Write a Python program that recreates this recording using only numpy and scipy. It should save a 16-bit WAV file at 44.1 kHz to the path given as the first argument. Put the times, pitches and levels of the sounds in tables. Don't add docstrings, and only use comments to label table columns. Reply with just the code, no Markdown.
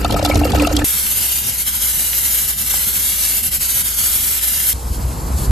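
import sys
import numpy as np
from scipy import signal
from scipy.fft import rfft, irfft, next_fast_len
from scipy.io import wavfile
from scipy.ndimage import uniform_filter1d, map_coordinates

SR = 44100
rng = np.random.default_rng(int(sys.argv[2]) if len(sys.argv) > 2 else 0)


def output_pcm(signal):
    pcm = np.clip(np.atleast_2d(signal).T, -1, 1) * 32767
    wavfile.write(sys.argv[1], SR, np.round(pcm).astype(np.int16))


N = 242971
VENT_S, OUTSIDE_S = .8435, 4.732
TOP_HZ = 13080
MID_ONLY = np.array([[1], [0]])

# pitch_hz, width_hz, level_db
POT_MODES = [(533, 42, 2.5), (710, 41, 4), (812, 80, -2), (1295, 51, 3), (1750, 69, -17), (2330, 42, -5),
             (2740, 55, -3.5), (3860, 440, -16.5)]


def amp(db):
    return 10 ** (np.asarray(db) / 20)


def unit(x):
    return x / np.sqrt(np.mean(x ** 2) + 1e-20)


def clock():
    return np.arange(N) / SR


def along(points, hz):
    freqs, values = np.transpose(points)
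    return np.interp(np.log(hz + 1), np.log(freqs + 1), values)


def curve(points):
    return np.interp(clock(), *np.transpose(points))


def swell(s, half_s):
    return np.exp(-((clock() - s) / half_s) ** 2)


def wobble(rate):
    return map_coordinates(rng.standard_normal(int(N * rate / SR) + 4), [clock() * rate])


def noise():
    return rng.standard_normal((2, N))


def filtered(x, response):
    size = next_fast_len(N + SR // 2)
    return irfft(rfft(x, size) * response(np.fft.rfftfreq(size, 1 / SR)), size)[..., :N]


def coloured_noise(spectrum):
    return unit(filtered(noise(), lambda hz: amp(along(spectrum, hz)) * (hz < TOP_HZ)))


def resonate(x, modes):
    return unit(filtered(x, lambda hz: sum(
        amp(db) * 1j * hz * width / (pitch ** 2 - hz ** 2 + 1j * hz * width)
        for pitch, width, db in modes)))


def steadied(x, span_s):
    power = uniform_filter1d(np.abs(signal.hilbert(x)) ** 2, max(int(span_s * SR), 1), axis=-1)
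    return unit(x / np.sqrt(np.abs(power) + 1e-6))


def patchy(x, depth, size, blur):
    hz, _, spectra = signal.stft(x, SR, nperseg=size)
    field = uniform_filter1d(rng.standard_normal(spectra.shape[1:]), size=2, axis=0)
    field = unit(uniform_filter1d(uniform_filter1d(field, blur, axis=1), blur, axis=1))
    gain = amp(along(depth, hz)[:, None] * np.minimum(field, 1))
    gain /= np.sqrt(np.mean(gain ** 2, axis=1, keepdims=True))
    return signal.istft(spectra * gain, nperseg=size)[1][..., :N]


def spread(pair, width):
    side = filtered(pair[1], lambda hz: amp(along(width, hz)))
    return np.array([pair[0] + side, pair[0] - side])


def leaned(pair, lean):
    return filtered(pair, lambda hz: amp(np.outer([.5, -.5], along(lean, hz))))


def add(track, s, sound):
    part = track[..., max(round(s * SR), 0):][..., :sound.shape[-1]]
    part += sound[..., :part.shape[-1]]


def stove():
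    # time_s, level_db
    rumble = [(0.0, -19), (0.314, -19), (0.36, -10), (0.466, -20.5), (0.576, -13.5), (0.69, -22.5),
              (0.71, -18), (0.84, -18.5)]
    # freq_hz, level_db
    spectrum = [(13, -43), (22, -24), (64, 4.5), (135, -15.5), (198, -16), (256, -16.5), (294, -16),
                (353, -22), (420, -22), (550, -25), (920, -120)]
    return amp(curve(rumble) + 1.9 * wobble(44)) * steadied(coloured_noise(spectrum), span_s=.032)


def vessel(hum_db=-27.5):
    # time_s, pitch_hz
    pitch = [(.18, 290), (.225, 317), (.27, 293), (.46, 301.5), (.495, 292), (.555, 315), (.615, 292.6),
             (.735, 303.4), (.79, 291.4)]
    # time_s, level_db, half_length_s
    gulps = [(0.285, -13, 0.027), (0.408, -11.5, 0.072), (0.622, -7, 0.042), (0.745, -9.5, 0.014),
             (0.779, -10, 0.019), (0.836, -12, 0.018)]
    # pitch_hz, width_hz, level_db
    modes = [(238, 13, 4), (294, 26, 5.5), (310, 3.3, -14)]
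    tone = np.sin(2 * np.pi * np.cumsum(curve(pitch) + 3 * wobble(39.7)) / SR) * MID_ONLY
    breath = amp(-14) * steadied(resonate(noise(), modes), span_s=.024)
    level = amp(hum_db) + sum(amp(db - 6) * swell(s, half_s) for s, db, half_s in gulps)
    return level * (tone + breath)


def droplets(per_s, centre_hz, cycles, scatter_db, samples=400):
    t = np.arange(samples) / SR
    when, size, place, tone = rng.random((int(per_s * VENT_S), 4)).T[..., None]
    hz = np.clip(centre_hz * 4 ** (tone - .5), 100, TOP_HZ)
    life = np.exp(-hz * t / cycles) * np.tanh(hz * t / 4) ** 2
    rings = amp(-scatter_db * np.log(size + .024)) * np.sin(2 * np.pi * hz * t) * life
    index = ((when * VENT_S * SR).astype(int) + np.arange(samples)).ravel()
    side_gain = 2 * np.sin(2 * np.pi * place)
    pair = np.array([np.bincount(index, (rings * gain).ravel(), N) for gain in (1, side_gain)])
    return pair / np.std(pair[0, :int(VENT_S * SR)])


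def stream():
    # time_s, flow_db
    flow = [(0, -2.5), (.18, -1), (.45, 1), (.62, 4), (.72, -2), (.84, -1)]
    # freq_hz, level_db
    spectrum = [(900, 4), (1900, 1.5), (2800, -2.5), (3400, -23), (4400, 2.5), (5700, -3), (7500, 2),
                (10000, -10.5), (12000, 4.5), (13000, -2.5)]
    churn = amp(-28.5) * resonate(noise() * amp(6.7 * np.tanh(wobble(130.6))), POT_MODES)
    plinks = amp(-5) * droplets(per_s=360, centre_hz=2722, cycles=23, scatter_db=-.5)
    glugs = amp(-32) * droplets(per_s=110, centre_hz=716, cycles=3.3, scatter_db=1, samples=1500)
    clouds = patchy(coloured_noise(spectrum), [(1500, 7.1), (5000, 7), (12000, 7)], size=128, blur=5)
    fizz = amp(3) * unit(clouds * amp(7.4 * np.tanh(wobble(108.6))))
    spray = amp(-33.5) * (plinks + fizz)
    return amp(curve(flow)) * (churn + glugs + spray)


def burst(hz, octaves, t60, rise_s=.0012):
    t = np.arange(SR // 4) / SR
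    freqs = np.fft.rfftfreq(len(t), 1 / SR)
    band = 1 / (1 + (np.log2((freqs + 1) / hz) / octaves) ** 2)
    puff = unit(irfft(rfft(rng.standard_normal((2, len(t)))) * band, len(t)))
    return puff * amp(-60 * t / t60) * np.tanh(t / rise_s)


def cluster(hz, scatter_s=.0016, octaves=.4, cycles=12, rise=.05, count=16):
    when, tone, place = rng.standard_normal((3, count, 1))
    age = np.maximum(np.linspace(-.03, .03, int(.06 * SR)) - scatter_s * when, 0)
    turns = age * np.minimum(hz * 2 ** (octaves * tone), TOP_HZ)
    phase = 2 * np.pi * turns * (1 + rise * np.tanh(turns / cycles))
    rings = np.sin(phase) * np.exp(-turns / cycles) * np.tanh(turns / 2)
    return np.array([rings.sum(0), (place * rings).sum(0)]) / np.std(rings.sum(0))


def splashes(hardness=.3, lag_s=.002):
    # time_s, level_db, bubble_pitch_hz
    drops = [(.0218, -25, 3216), (0.0458, -7.5, 4230), (0.1073, -8.5, 4030), (.123, -11.5, 4520),
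             (0.142, -13.5, 4060), (.192, -15, 4300), (.2274, -14.5, 4680), (0.249, -3.5, 4150),
             (.259, -9.5, 4610), (.2987, -14, 4130), (0.344, -13, 5700), (0.3558, -8.5, 4360),
             (0.378, -21, 6000), (0.449, -16, 2890), (.455, -31, 4600), (0.5183, -12, 5310),
             (0.5466, -13, 3770), (.584, -18, 4660), (0.597, -10.5, 2960), (0.6713, -9, 4130),
             (0.725, -14.5, 6560), (.7517, -18, 4840), (0.7656, -2.5, 4760), (.79, -12.5, 2960)]
    out = np.zeros((2, N))
    typical_db = np.mean([db for _, db, _ in drops])
    for s, db, hz in drops:
        tick = burst(hz=6000, octaves=1.1, t60=.011, rise_s=.0008)
        add(out, s, amp(db - 8 + hardness * (db - typical_db)) * tick)
        fine = cluster(hz)
        add(out, s + lag_s - fine.shape[1] / SR / 2, amp(db - 23) * fine)
    return out


def bubbles(glide=-.042, attack_s=.0011):
    # start_s, level_db, pitch_hz, t60_s
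    pockets = [(.047, -7.5, 740, 0.01), (.052, -15, 1256, 0.046), (.103, -17, 890, 0.022),
               (.123, -14.5, 580, 0.022), (.1427, -9.5, 593, 0.024), (.1607, -14.5, 690, .022),
               (.164, -16, 1300, 0.033), (.1958, -12, 620, 0.025), (.2263, -11, 570, 0.036),
               (.249, -12, 780, 0.021), (.256, -19, 1300, 0.016), (.26, -12.5, 710, 0.018),
               (.2993, -7.5, 590, 0.015), (.312, -12.5, 2270, 0.05), (.337, -15.5, 725, .026),
               (.3555, -15, 660, .022), (.4147, -13.5, 670, 0.028), (.435, -15, 710, 0.029),
               (.435, -18, 2780, 0.022), (.453, -8, 510, 0.031), (.5345, -13, 750, .035),
               (.5494, -10, 600, .02), (.597, -13.5, 2520, .02), (.622, -10.5, 530, 0.03),
               (.6485, -13.5, 2750, 0.02), (.649, -16, 1300, 0.038), (.671, -9.5, 680, 0.017),
               (.675, -20, 1311, 0.018), (.7118, -14, 559.6, 0.024), (.791, -16.5, 670, 0.015),
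               (.817, -22, 560, 0.024), (.818, -17.5, 1760, 0.028)]
    out, t = np.zeros((2, N)), np.arange(SR // 10) / SR
    jostle = .43 * wobble(330)
    for (s, db, hz, t60), place in zip(pockets, rng.standard_normal(len(pockets))):
        slide = 1 + glide * (2 * np.tanh(4 * t / t60) - 1)
        life = (1 - np.exp(-(t / attack_s) ** 2)) * amp(-60 * t / t60)
        shake = np.sqrt(hz / 600) * jostle[int(s * SR):][:len(t)]
        ring = np.sin(2 * np.pi * np.cumsum(hz * slide) / SR + shake) * life / life.max()
        add(out, s, np.outer([1, .074 + place / 4], amp(db) * ring))
    return out


def in_pot(x, wet_db=-9):
    return x + amp(wet_db) * np.std(x[0]) * resonate(x, POT_MODES)


def pouring():
    # freq_hz, side_gain_db
    width = [(60, -29), (300, -3.5), (500, -11.5), (750, -5.5), (1300, -4.5), (1850, -10), (2800, -3.5),
             (3800, -3), (4700, -9), (7000, -8), (10000, 9), (13000, -14)]
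    # freq_hz, left_minus_right_db
    lean = [(100, -0.5), (300, -3), (520, 0), (750, 4.5), (1300, -1.5), (2500, 1), (4200, 3), (7000, 0)]
    mix = stove() + vessel() + stream() + in_pot(bubbles()) + splashes()
    return leaned(spread(mix, width), lean)


def valve(rock_db=.47, flutter_db=.78):
    # time_s, depth_db, half_length_s
    chokes = [(1.013, 2.2, 0.038), (1.094, 2, 0.022), (1.147, 4.5, 0.012), (1.21, 4, 0.015),
              (1.273, 2.5, 0.018), (1.346, 3.5, 0.008), (1.424, 4.5, 0.04), (1.526, 5.5, 0.051),
              (1.57, 3, 0.011), (1.645, 10, 0.021), (1.717, 6, 0.016), (1.792, 4.5, 0.019),
              (1.924, 2.7, 0.008), (1.997, 0.9, 0.06), (2.116, 4, 0.027), (2.18, 1, 0.011),
              (2.465, 3.5, 0.025), (2.522, 2.5, 0.014), (2.56, 10.5, 0.022), (2.64, 4.5, 0.028),
              (2.693, 2.0, 0.008), (2.8, 2.5, 0.012), (2.859, 2.8, 0.011), (2.924, 5.5, 0.01),
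              (2.987, 2.5, 0.023), (3.166, 5, 0.03), (3.419, 5.5, 0.018), (3.503, 11, 0.018),
              (3.59, 10.8, 0.019), (3.674, 3.5, 0.013), (3.835, 5, 0.016), (3.897, 0.5, 0.008),
              (3.94, 6, 0.048), (4.34, 1, 0.0086), (4.406, 7.1, 0.018), (4.467, 3.5, 0.012),
              (4.517, 4, 0.018), (4.589, 2.5, 0.01)]
    # time_s, rush_db, top_hiss_db, half_length_s
    puffs = [(0.992, 1, 0.0, 0.022), (1.116, 1.5, 1, 0.014), (1.22, 1.4, 0.5, 0.06),
             (1.442, 2.5, -2, 0.014), (1.495, 3.5, 4, 0.014), (1.52, 2, -1.5, 0.022), (1.681, 3, 1, 0.012),
             (2.38, 1, 1, 0.03), (2.712, 2.1, 0, 0.011), (2.966, 1, 1, 0.008), (3.047, -0.1, 0.5, 0.06),
             (3.154, 1.8, 1, 0.028), (3.248, 1.3, 1, 0.013), (3.455, -2, 1.5, 0.022),
             (3.635, 1.2, 0.5, 0.017), (3.777, 1.2, 2, 0.014), (3.926, 2, -0.5, 0.018),
             (3.992, 3, 3.5, 0.015), (4.06, 1.5, 1, 0.031), (4.155, 1.5, 3, 0.018), (4.481, 1, 1.5, 0.06),
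             (4.682, 0, 2.5, 0.022)]
    choke_db = sum(depth * swell(s, half_s) for s, depth, half_s in chokes)
    rush_db, top_db = sum(np.outer([rush, top], swell(s, half_s)) for s, rush, top, half_s in puffs)
    flow_db = rock_db * wobble(38) + flutter_db * wobble(80) - choke_db
    return flow_db, rush_db, top_db


def echoed(x, strength, span_s=.0042, drift_s=.00008, contrast=1.32, count=9):
    hz, t, spectra = signal.stft(x, SR, nperseg=1024, noverlap=768)
    frames = np.minimum((t * SR).astype(int), N - 1)
    paths = (np.arange(count) + 1 + rng.random(count)) / count
    delays = [span_s * path + drift_s * wobble(3.5)[frames] for path in paths]
    echoes = sum(np.exp(-2j * np.pi * np.outer(hz, delay)) for delay in delays) / np.sqrt(count)
    gain = np.tanh(np.abs(1 + along(strength, hz)[:, None] * echoes) / 2) ** contrast
    gain /= np.sqrt(np.mean(gain ** 2, axis=1, keepdims=True))
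    return signal.istft(spectra * gain, SR, nperseg=1024, noverlap=768)[1][..., :N]


def steam_jet(split_hz=8000, rush_share=.86):
    # freq_hz, level_db
    spectrum = [(200, -17), (700, -19.5), (1100, -18), (1400, -16), (1850, -13.5), (2450, -12.5),
                (2900, -11), (4200, -9.5), (5400, -11), (6500, -8), (9000, -3), (10500, 0.5), (12000, 5),
                (13000, 5.5)]
    # centre_hz, width_hz, gain_db
    lid = [(1120, 90, -5), (1400, 130, 2), (1850, 150, -3), (2120, 170, 2), (2570, 170, -4),
           (2830, 260, 1.7), (3100, 90, -2.5), (3230, 110, 2.5), (3470, 160, -4), (4330, 110, -2.5),
           (4530, 160, 1.5), (5520, 200, -3), (6080, 220, 2.5), (6380, 240, -2.5), (6640, 140, 2.5),
           (7520, 180, -2)]
    flow_db, rush_puff_db, top_puff_db = valve()
    jet = filtered(coloured_noise(spectrum), lambda hz: amp(sum(
        db * np.exp(-(2 * (hz - centre) / width) ** 2) for centre, width, db in lid)))
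    jet = echoed(jet, strength=[(1000, .35), (2500, .77), (6000, .98), (9000, .72), (12000, .36)])
    below_split = filtered(jet, lambda hz: 1 / (1 + (hz / split_hz) ** 12))
    rush = amp(-25 + rush_share * flow_db + rush_puff_db) * unit(below_split)
    top_hiss = amp(-19.5 + flow_db + top_puff_db) * unit(jet - below_split)
    return rush + top_hiss


def burner():
    # freq_hz, level_db
    spectrum = [(13, -58), (22, -5), (27, -30), (29, -19), (39, -25), (54, 3), (70, 1), (87, -11.5),
                (233, -18), (325, -34.5), (380, -33), (490, -39), (840, -120)]
    return amp(-33.5 + .71 * wobble(6.24)) * steadied(coloured_noise(spectrum), span_s=.04)


def spits():
    # start_s, level_db, centre_hz, t60_s
    slugs = [(1.065, -23, 2800, 0.079), (2.13, -20.5, 2770, .097), (2.739, -21, 950, 0.04),
             (2.954, -20, 2900, .063), (3.224, -19, 5500, 0.3), (3.921, -29, 4500, 0.069),
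             (3.988, -24, 5030, 0.15), (4.385, -24, 2800, 0.18)]
    out = np.zeros((2, N))
    for s, db, hz, t60 in slugs:
        add(out, s, amp(db - 4) * burst(hz, octaves=.65, t60=t60))
    return out


def venting():
    # freq_hz, side_gain_db
    width = [(60, -23), (260, -4), (850, -6), (1550, 1), (1850, -14), (2150, -3), (2450, -6), (3250, -1),
             (4080, -15), (5000, -5), (5600, -1), (6700, -7.5), (8000, -3), (8900, 3), (10000, 4.5),
             (11800, -2), (12700, -10), (13000, -22)]
    # freq_hz, left_minus_right_db
    lean = [(60, 2), (98, -3), (160, -0.5), (260, -5.5), (430, 2), (710, 2), (1170, 0.5), (1910, 1),
            (3130, 3), (5130, 1), (8420, 0.0), (13800, 0.0)]
    return leaned(spread(steam_jet() + burner() + spits(), width), lean)


def throb(pitch_hz=59, idle_db=-27):
    # time_s, level_db, half_length_s
    beats = [(4.756, -22, 0.021), (4.866, -19, 0.014), (4.92, -15, 0.01), (4.988, -15, 0.015),
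             (5.06, -15, 0.038), (5.115, -27, .016), (5.196, -29, 0.022), (5.257, -19, 0.022),
             (5.315, -18, 0.013), (5.35, -14, 0.023), (5.422, -16, 0.012), (5.505, -5, 0.025)]
    # freq_hz, level_db
    spectrum = [(12, -42), (20, -20), (43, -10), (64, 7), (155, -18), (260, -22), (340, -57), (570, -120)]
    drone = np.sin(2 * np.pi * np.cumsum(pitch_hz + 4 * wobble(12)) / SR) * MID_ONLY
    rumble = steadied(coloured_noise(spectrum), span_s=.042)
    level = amp(idle_db) + sum(amp(db) * swell(s, half_s) for s, db, half_s in beats)
    return level * (amp(-1) * drone + amp(-9.5) * rumble)


def traffic(start_db=-30.5, rise_db_per_s=7):
    # freq_hz, level_db
    spectrum = [(25, -10), (76, 1), (130, 1.5), (309, -9), (350, -8.5), (400, -13), (465, -10.5),
                (560, -15.5), (929, -14), (1090, -16.5), (1380, -23), (2500, -32), (3250, -41),
                (5500, -120)]
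    level_db = start_db + rise_db_per_s * np.maximum(clock() - OUTSIDE_S, 0) + wobble(25)
    return amp(level_db) * coloured_noise(spectrum)


def far_hiss():
    # time_s, level_db
    level = [(4.76, -36), (5.1, -34), (5.15, -37.5), (5.35, -36), (5.38, -30), (5.45, -30.3), (5.48, -35.5)]
    # freq_hz, level_db
    spectrum = [(1000, -24), (1600, -10), (2600, -4), (3400, -5), (4500, 1), (6000, -3.5), (7500, 3),
                (9000, -2.5), (13000, 2.5)]
    gain = amp(curve(level) + 1.1 * wobble(11) + 1.3 * wobble(50))
    return gain * patchy(coloured_noise(spectrum), [(2000, 3.8), (12000, 3)], size=1024, blur=6)


def outdoors():
    # freq_hz, side_gain_db
    width = [(60, -15), (300, -11.5), (800, -4), (1400, 3.5), (2000, -28), (3000, -49), (4400, -30),
             (5400, 0), (7000, -10), (9500, 7.5), (11000, 3), (13000, -16)]
    return spread(throb() + traffic() + far_hiss(), width)


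def scene():
    vent = np.clip((clock() - VENT_S) / .001 + .5, 0, 1)
    outside = np.clip((clock() - OUTSIDE_S) / .006 + .5, 0, 1)
    return (1 - vent) * pouring() + (vent - outside) * venting() + outside * outdoors()


def record(dry, ceiling=.97):
    rounded = dry / (1 + np.abs(dry / ceiling) ** 6) ** (1 / 6)
    return filtered(rounded, lambda hz: np.clip((TOP_HZ - hz) / 100 + .5, 0, 1))


dry = scene()
out = record(dry)
output_pcm(out)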